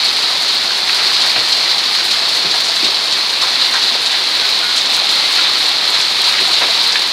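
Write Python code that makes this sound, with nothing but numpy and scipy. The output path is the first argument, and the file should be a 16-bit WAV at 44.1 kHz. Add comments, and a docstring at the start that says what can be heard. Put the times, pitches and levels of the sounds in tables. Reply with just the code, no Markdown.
"""Hail on a flooded yard

A cloudburst of hail and rain on flooded paving, heard from under the eaves. Far stones merge into
a roar; nearer ones tick on the paving, plop in the water, splash in sprays and knock on crates and
boards. The small microphone's port resonates near 4 kHz and turns it all into a bright sizzle."""
import sys
import numpy as np
from scipy import signal
from scipy.fft import rfft, irfft
from scipy.io import wavfile
from scipy.ndimage import uniform_filter1d, minimum_filter1d

SR = 44100
rng = np.random.default_rng(int(sys.argv[2]) if len(sys.argv) > 2 else 0)


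def materialize(psi):
    """Save the field psi as 16-bit PCM at rate SR to the path in sys.argv[1].

    A 1-D psi becomes a single channel; in a 2-D psi each row is a channel.
    """
    bounded = np.clip(np.atleast_2d(psi).T, -1, 1)
    quanta = np.round(bounded * 32767).astype(np.int16)
    wavfile.write(sys.argv[1], SR, quanta)


N = 313992

# how hard it pours, about its usual strength: (time [s], level [dB])
DOWNPOUR = [(0, -0.2), (.85, -1), (1.1, 1.3), (1.7, -0.45), (2.75, -0.5), (3.33, -1.5), (3.65, 0.8),
            (4.0, -0.5), (4.65, -0.5), (5.42, 1.7), (5.58, 0.1), (6.2, 0.5), (6.9, 1.0), (7.12, -2.4)]
# big stones shattering on the paving close by: (time [s], level [dB])
STONES = [(.047, -11), (0.481, -11), (1.125, -12), (1.214, -9.5), (1.521, -8.5), (1.779, -13),
          (2.108, -7.5), (2.29, -12.5), (2.508, -11), (2.841, -9), (3.122, -11), (3.414, -8.5),
          (3.822, -12), (4.057, -11), (4.115, -11), (4.761, -6.5), (4.944, -12), (5.09, -10), (5.658, -12),
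          (5.944, -11), (6.24, -10), (6.53, -7), (6.955, -14)]
# near splashes; finer droplets sound higher: (time [s], level [dB], centre [Hz], t60 [s])
SPLASHES = [(.417, -17, 8500, .18), (.546, -10, 12800, .035), (.963, -20, 6500, .15),
            (1.125, -13, 12800, .02), (1.214, -21, 8000, .1), (1.482, -14, 9500, .14),
            (2.04, -11, 10500, 0.19), (2.107, -16, 9500, .1), (2.288, -9, 12000, .02),
            (2.639, -15, 7400, 0.17), (2.68, -17, 7100, .09), (2.755, -13, 9000, .13),
            (3.122, -13.5, 6800, .05), (3.299, -13.5, 8100, .06), (3.737, -13.5, 7700, .06),
            (4.056, -14, 8100, .13), (4.238, -13, 7800, .035), (4.775, -12, 7500, 0.15),
            (4.857, -15, 6800, .054), (4.936, -10, 7600, .088), (4.966, -5, 10800, .023),
            (5.11, -11, 9500, .08), (5.321, -13, 9000, .1), (5.688, -11, 10600, .035),
            (5.901, -10, 9900, 0.066), (6.011, -12, 6800, .06), (6.217, -6.5, 10200, .02),
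            (6.47, -16, 9200, .22), (6.825, -13, 10200, .15), (6.877, -9, 11000, .02),
            (6.922, -11, 6400, 0.054)]
# knocks on crates, boards and roofing: (time [s], level [dB], low edge [Hz], high edge [Hz], t60 [s])
KNOCKS = [(.302, -21, 640, 1300, .1), (.704, -15.5, 1270, 1590, .039), (.894, -12, 1210, 3020, 0.031),
          (.97, -21, 800, 2800, 0.31), (1.24, -21, 604, 2200, 0.19), (1.358, -16.5, 280, 3150, 0.15),
          (1.36, -38.5, 60, 220, 0.31), (2.443, -25, 130, 553, .15), (2.54, -17, 700, 2200, .065),
          (2.827, -19, 169, 400, .12), (2.883, -18.5, 250, 1150, .041), (3.42, -18.5, 750, 2000, .22),
          (3.735, -18, 895, 2200, .25), (3.951, -19.5, 400, 910, 0.023), (4.117, -21.5, 1500, 2780, 0.29),
          (5.37, -21, 900, 3000, .28), (5.443, -17.5, 1200, 3460, .2), (5.942, -19, 900, 2500, 0.18),
          (6.33, -20.5, 1200, 2300, .22), (6.383, -14, 1500, 3000, 0.069), (6.41, -23, 150, 900, .13),
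          (6.613, -14.5, 277, 2500, 0.23), (6.956, -10.5, 950, 3020, 0.04)]
# hollow things ringing when struck: (time [s], peak level [dB], pitch [Hz], t60 [s])
PINGS = [(3.425, -14, 1150, .045), (4.425, -21, 1500, 0.12), (4.627, -20, 1452, 0.45),
         (4.652, -27, 2150, .25), (5.139, -22, 2110, .15), (5.218, -25, 2070, .35), (5.381, -23, 1420, .14),
         (6.957, -14.5, 1735, .05)]
# spectrum of the ticks on the paving: (frequency [Hz], level [dB])
PATTER_SPECTRUM = [(500, -20.5), (1000, -2), (2200, -5), (2900, -2.5), (3600, 0), (4300, -1), (4900, -1),
                   (5800, -4.5), (9500, -6.5), (15000, -17.5)]
# spectrum of the fine droplets: (frequency [Hz], level [dB])
SPRAY_SPECTRUM = [(3000, -26), (5500, -5), (7500, 0), (9500, 6), (11000, 2.5), (12500, 4), (15500, -11)]
# spectrum of the distant hail: (frequency [Hz], level [dB])
ROAR_SPECTRUM = [(25, -34), (50, -38), (80, -20.5), (130, -10), (220, -7.5), (330, -2.5), (580, -2),
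                 (800, 0.5), (1500, -4), (2200, 0.5), (2700, -4.5), (6000, -14), (14000, -13.5)]
# the port's ring sinks a little as the microphone is turned: (time [s], resonance [Hz])
PORT_RESONANCE = [(0, 4264), (3.0, 4256), (4.2, 4133), (7.12, 4170)]


def patter(per_s, spread_db, clump_db):
    """Hard ticks on the paving in front of the eaves, arriving in clumps."""
    return colour(impacts(per_s, spread_db) * from_db(clump_db * drift(30)), PATTER_SPECTRUM)


def spray(splashes_per_s, fade_s, spread_db):
    """Each small splash sheds a fading shower of fine droplets over a steady mist."""
    showers = fading_energy(impacts(splashes_per_s, spread_db=3.5), fade_s)
    droplets = impacts(7000, spread_db)
    return colour(droplets * np.sqrt(1 + showers / np.mean(showers)), SPRAY_SPECTRUM)


def stones(low_hz, high_hz, t60):
    """Big stones shatter close to the microphone: a hard crack and a short scatter of chips."""
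    hits = [(s, db, low_hz, high_hz, t60) for s, db in STONES]
    return near_hits(hits, per_s=2500, wash=.7, contact=2.4)


def splashes(octaves):
    """Each near splash throws droplets over the same span of pitch about its centre."""
    half_span = 2 ** (octaves / 2)
    hits = [(s, db, hz / half_span, hz * half_span, t60) for s, db, hz, t60 in SPLASHES]
    return near_hits(hits, per_s=2500, wash=.61, contact=3.0)


def knocks():
    """Stones strike nearby crates, boards and roofing, each sounding in its own band."""
    return near_hits(KNOCKS, per_s=1800, wash=.53, contact=5.1)


def pings():
    """Each hollow thing rings with one fading tone."""
    out = np.zeros(N + SR)
    t = np.arange(SR // 2) / SR
    for s, peak_db, hz, t60 in PINGS:
        at = round(s * SR)
        out[at:at + len(t)] += from_db(peak_db - 60 * t / t60) * np.sin(2 * np.pi * hz * t)
    return out[:N]


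def pellets(per_s, shatter_s):
    """Single ice pellets crack on the paving, each into a short fading crackle."""
    fragments = fading_energy(impacts(per_s, spread_db=4.0), shatter_s)
    crackle = np.sqrt(fragments) * rng.standard_normal(N)
    return rms_one(band(crackle, 1340, 17600, order=2))


def plops(per_s, cycles, spread_db, tilt_db, pitches=40):
    """Stones hitting water and loose things out in the yard ring briefly, each at its own pitch."""
    clicks = impacts(per_s, spread_db)
    pitch_index = rng.integers(0, pitches, N)
    out = np.zeros(N)
    for k, hz in enumerate(np.geomspace(700, 2700, pitches)):
        radius = np.exp(-np.log(1000) * hz / (cycles * SR))  # 60 dB down after that many cycles
        ringing = signal.lfilter([1, 0, -1], resonance(hz, radius), clicks * (pitch_index == k) + 1e-18)
        out += from_db(tilt_db * k / pitches) * ringing
    return rms_one(out)


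def roar(flutter_db, octaves=10):
    """Countless far impacts merge; each octave flutters a little on its own."""
    edges_hz = np.geomspace(20, 18000, octaves + 1)
    white = rfft(rng.standard_normal(N))
    octave = np.digitize(np.arange(len(white)) * SR / N, edges_hz[1:-1])
    wash = sum(irfft(white * (octave == k), N) * from_db(flutter_db * drift(12)) for k in range(octaves))
    return colour(wash, ROAR_SPECTRUM)


def yard(x, wet_db, t60, count=14):
    """The direct sound plus dull echoes from the ground, walls and eaves."""
    echoes = np.zeros(N)
    for delay_s in rng.uniform(.003, .06, count):
        lag = int(delay_s * SR)
        echoes[lag:] += x[:N - lag] * from_db(-60 * delay_s / t60)
    return x + from_db(wet_db) * band(echoes, 104, 6000)


def port(x, width_hz, block=2048):
    """The air in the microphone port is a mass on a spring: it rings and shuts out the top."""
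    centre_hz = in_time(PORT_RESONANCE)
    radius = np.exp(-np.pi * width_hz / SR)
    state, out = np.zeros(2), np.zeros(N)
    for i in range(0, N, block):
        poles = resonance(centre_hz[i], radius)
        out[i:i + block], state = signal.lfilter([poles.sum()], poles, x[i:i + block], zi=state)
    return out


def limiter(x, ceiling_db, recovery_db_per_s, window=45):
    """The recorder's gain ducks just ahead of each peak over the ceiling and creeps back up."""
    over_db = np.maximum(20 * np.log10(np.abs(x) + 1e-9) - ceiling_db, 0)
    climb_db = recovery_db_per_s * np.arange(N) / SR
    duck_db = np.maximum.accumulate(over_db + climb_db) - climb_db
    return x * from_db(uniform_filter1d(minimum_filter1d(-duck_db, window), window))


def near_hits(table, per_s, wash, contact):
    """One burst a row, in the band where the struck thing sounds."""
    out = np.zeros(N + SR)
    for s, level_db, low_hz, high_hz, t60 in table:
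        band_share = (high_hz - low_hz) / (SR / 2)
        hit = band(burst(t60, per_s, wash, contact), low_hz, high_hz) / np.sqrt(band_share)
        at = round(s * SR)
        out[at:at + len(hit)] += from_db(level_db) * hit
    return out[:N]


def burst(t60, per_s, wash, contact):
    """A first contact throws droplets and chips that land ever more weakly; wash is the smooth share."""
    t = np.arange(SR // 2) / SR
    grains = rms_one(impacts(per_s, spread_db=2.5, size=len(t))) + wash * rng.standard_normal(len(t))
    attack = 1 - np.exp(-t / (.02 * t60))
    scatter = grains * attack * from_db(-60 * t / t60) / np.hypot(1, wash)
    scatter[0] = contact
    return scatter


def impacts(per_s, spread_db, size=N):
    """Clicks at random moments: many small, a few large."""
    heights = from_db(spread_db * np.minimum(rng.exponential(1, size), 4))
    return heights * rng.choice([-1, 1], size) * (rng.random(size) < per_s / SR)


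def fading_energy(clicks, fade_s):
    """Each click's energy dies away exponentially."""
    return signal.lfilter([1], [1, -np.exp(-1 / (fade_s * SR))], clicks ** 2)


def drift(hz, step=40, settle=2000):
    """Slow random wander with rms 1."""
    radius = np.exp(-2 * np.pi * hz * step / SR)
    noise = rng.standard_normal(N // step + settle + 2)
    slow = signal.lfilter([1], resonance(0, radius), noise)[settle:]
    return np.interp(np.arange(N) / step, np.arange(len(slow)), rms_one(slow))


def resonance(hz, radius):
    """Denominator of a two-pole resonator."""
    return np.array([1, -2 * radius * np.cos(2 * np.pi * hz / SR), radius ** 2])


def band(x, low_hz, high_hz, order=4):
    """Causal band-pass."""
    return signal.sosfilt(signal.butter(order, [low_hz, high_hz], "band", fs=SR, output="sos"), x + 1e-18)


def colour(x, spectrum, size=4096):
    """Minimum-phase filter with the given spectrum; the result has rms 1."""
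    hz, level_db = np.transpose(spectrum)
    grid_hz = np.maximum(np.arange(size // 2 + 1) * SR / size, 1)
    gain = from_db(np.interp(np.log(grid_hz), np.log(hz), level_db))
    cepstrum = irfft(np.log(gain))
    cepstrum[1:size // 2] *= 2
    cepstrum[size // 2 + 1:] = 0
    response = irfft(np.exp(rfft(cepstrum)))
    return rms_one(signal.fftconvolve(x, response)[:N])


def in_time(curve):
    """A (time, value) curve at every sample."""
    return np.interp(np.arange(N) / SR, *np.transpose(curve))


def from_db(db):
    """Decibels to gain."""
    return 10 ** (np.asarray(db) / 20)


def rms_one(x):
    """Scale to rms 1."""
    return x / np.sqrt(np.mean(x ** 2) + 1e-20)


def scene():
    """The yard from under the eaves, in mono: one swell drives the downpour and near hits stand out."""
    swell_db = in_time(DOWNPOUR)
    flurry_db = swell_db + .63 * drift(hz=12)  # close by, chance flurries ride on the swell
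    far_db, paving_db, spray_db = .6 * swell_db, .94 * flurry_db, .73 * flurry_db
    far = from_db(-25 + far_db) * roar(flutter_db=1.05)
    water = from_db(-32.5 + far_db) * plops(per_s=400, cycles=19, spread_db=3.5, tilt_db=5.5)
    ticks = from_db(-23.5 + paving_db) * patter(per_s=6000, spread_db=2.5, clump_db=.5)
    ice = from_db(-31 + paving_db) * pellets(per_s=70, shatter_s=.0074)
    mist = from_db(-25.5 + spray_db) * spray(splashes_per_s=87, fade_s=.012, spread_db=1.0)
    droplets = from_db(-2.5) * splashes(octaves=1)
    cracks = from_db(-6.5) * stones(low_hz=2500, high_hz=9900, t60=.098)
    hits = cracks + droplets + knocks() + pings() + ice + water
    return (ticks + mist + yard(hits, wet_db=-11.5, t60=.24) + far)[None]


def record(dry):
    """The small microphone's port rings; the recorder thins the bass, limits peaks and cuts the top."""
    low_cut = signal.butter(3, 65, "high", fs=SR, output="sos")
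    high_cut = signal.ellip(12, .1, 90, 15750, fs=SR, output="sos")
    thinned = signal.sosfilt(low_cut, port(dry[0], width_hz=737))
    limited = limiter(thinned, ceiling_db=-.5, recovery_db_per_s=58)
    return signal.sosfilt(high_cut, limited)[None]


dry = scene()
out = record(dry)
materialize(out)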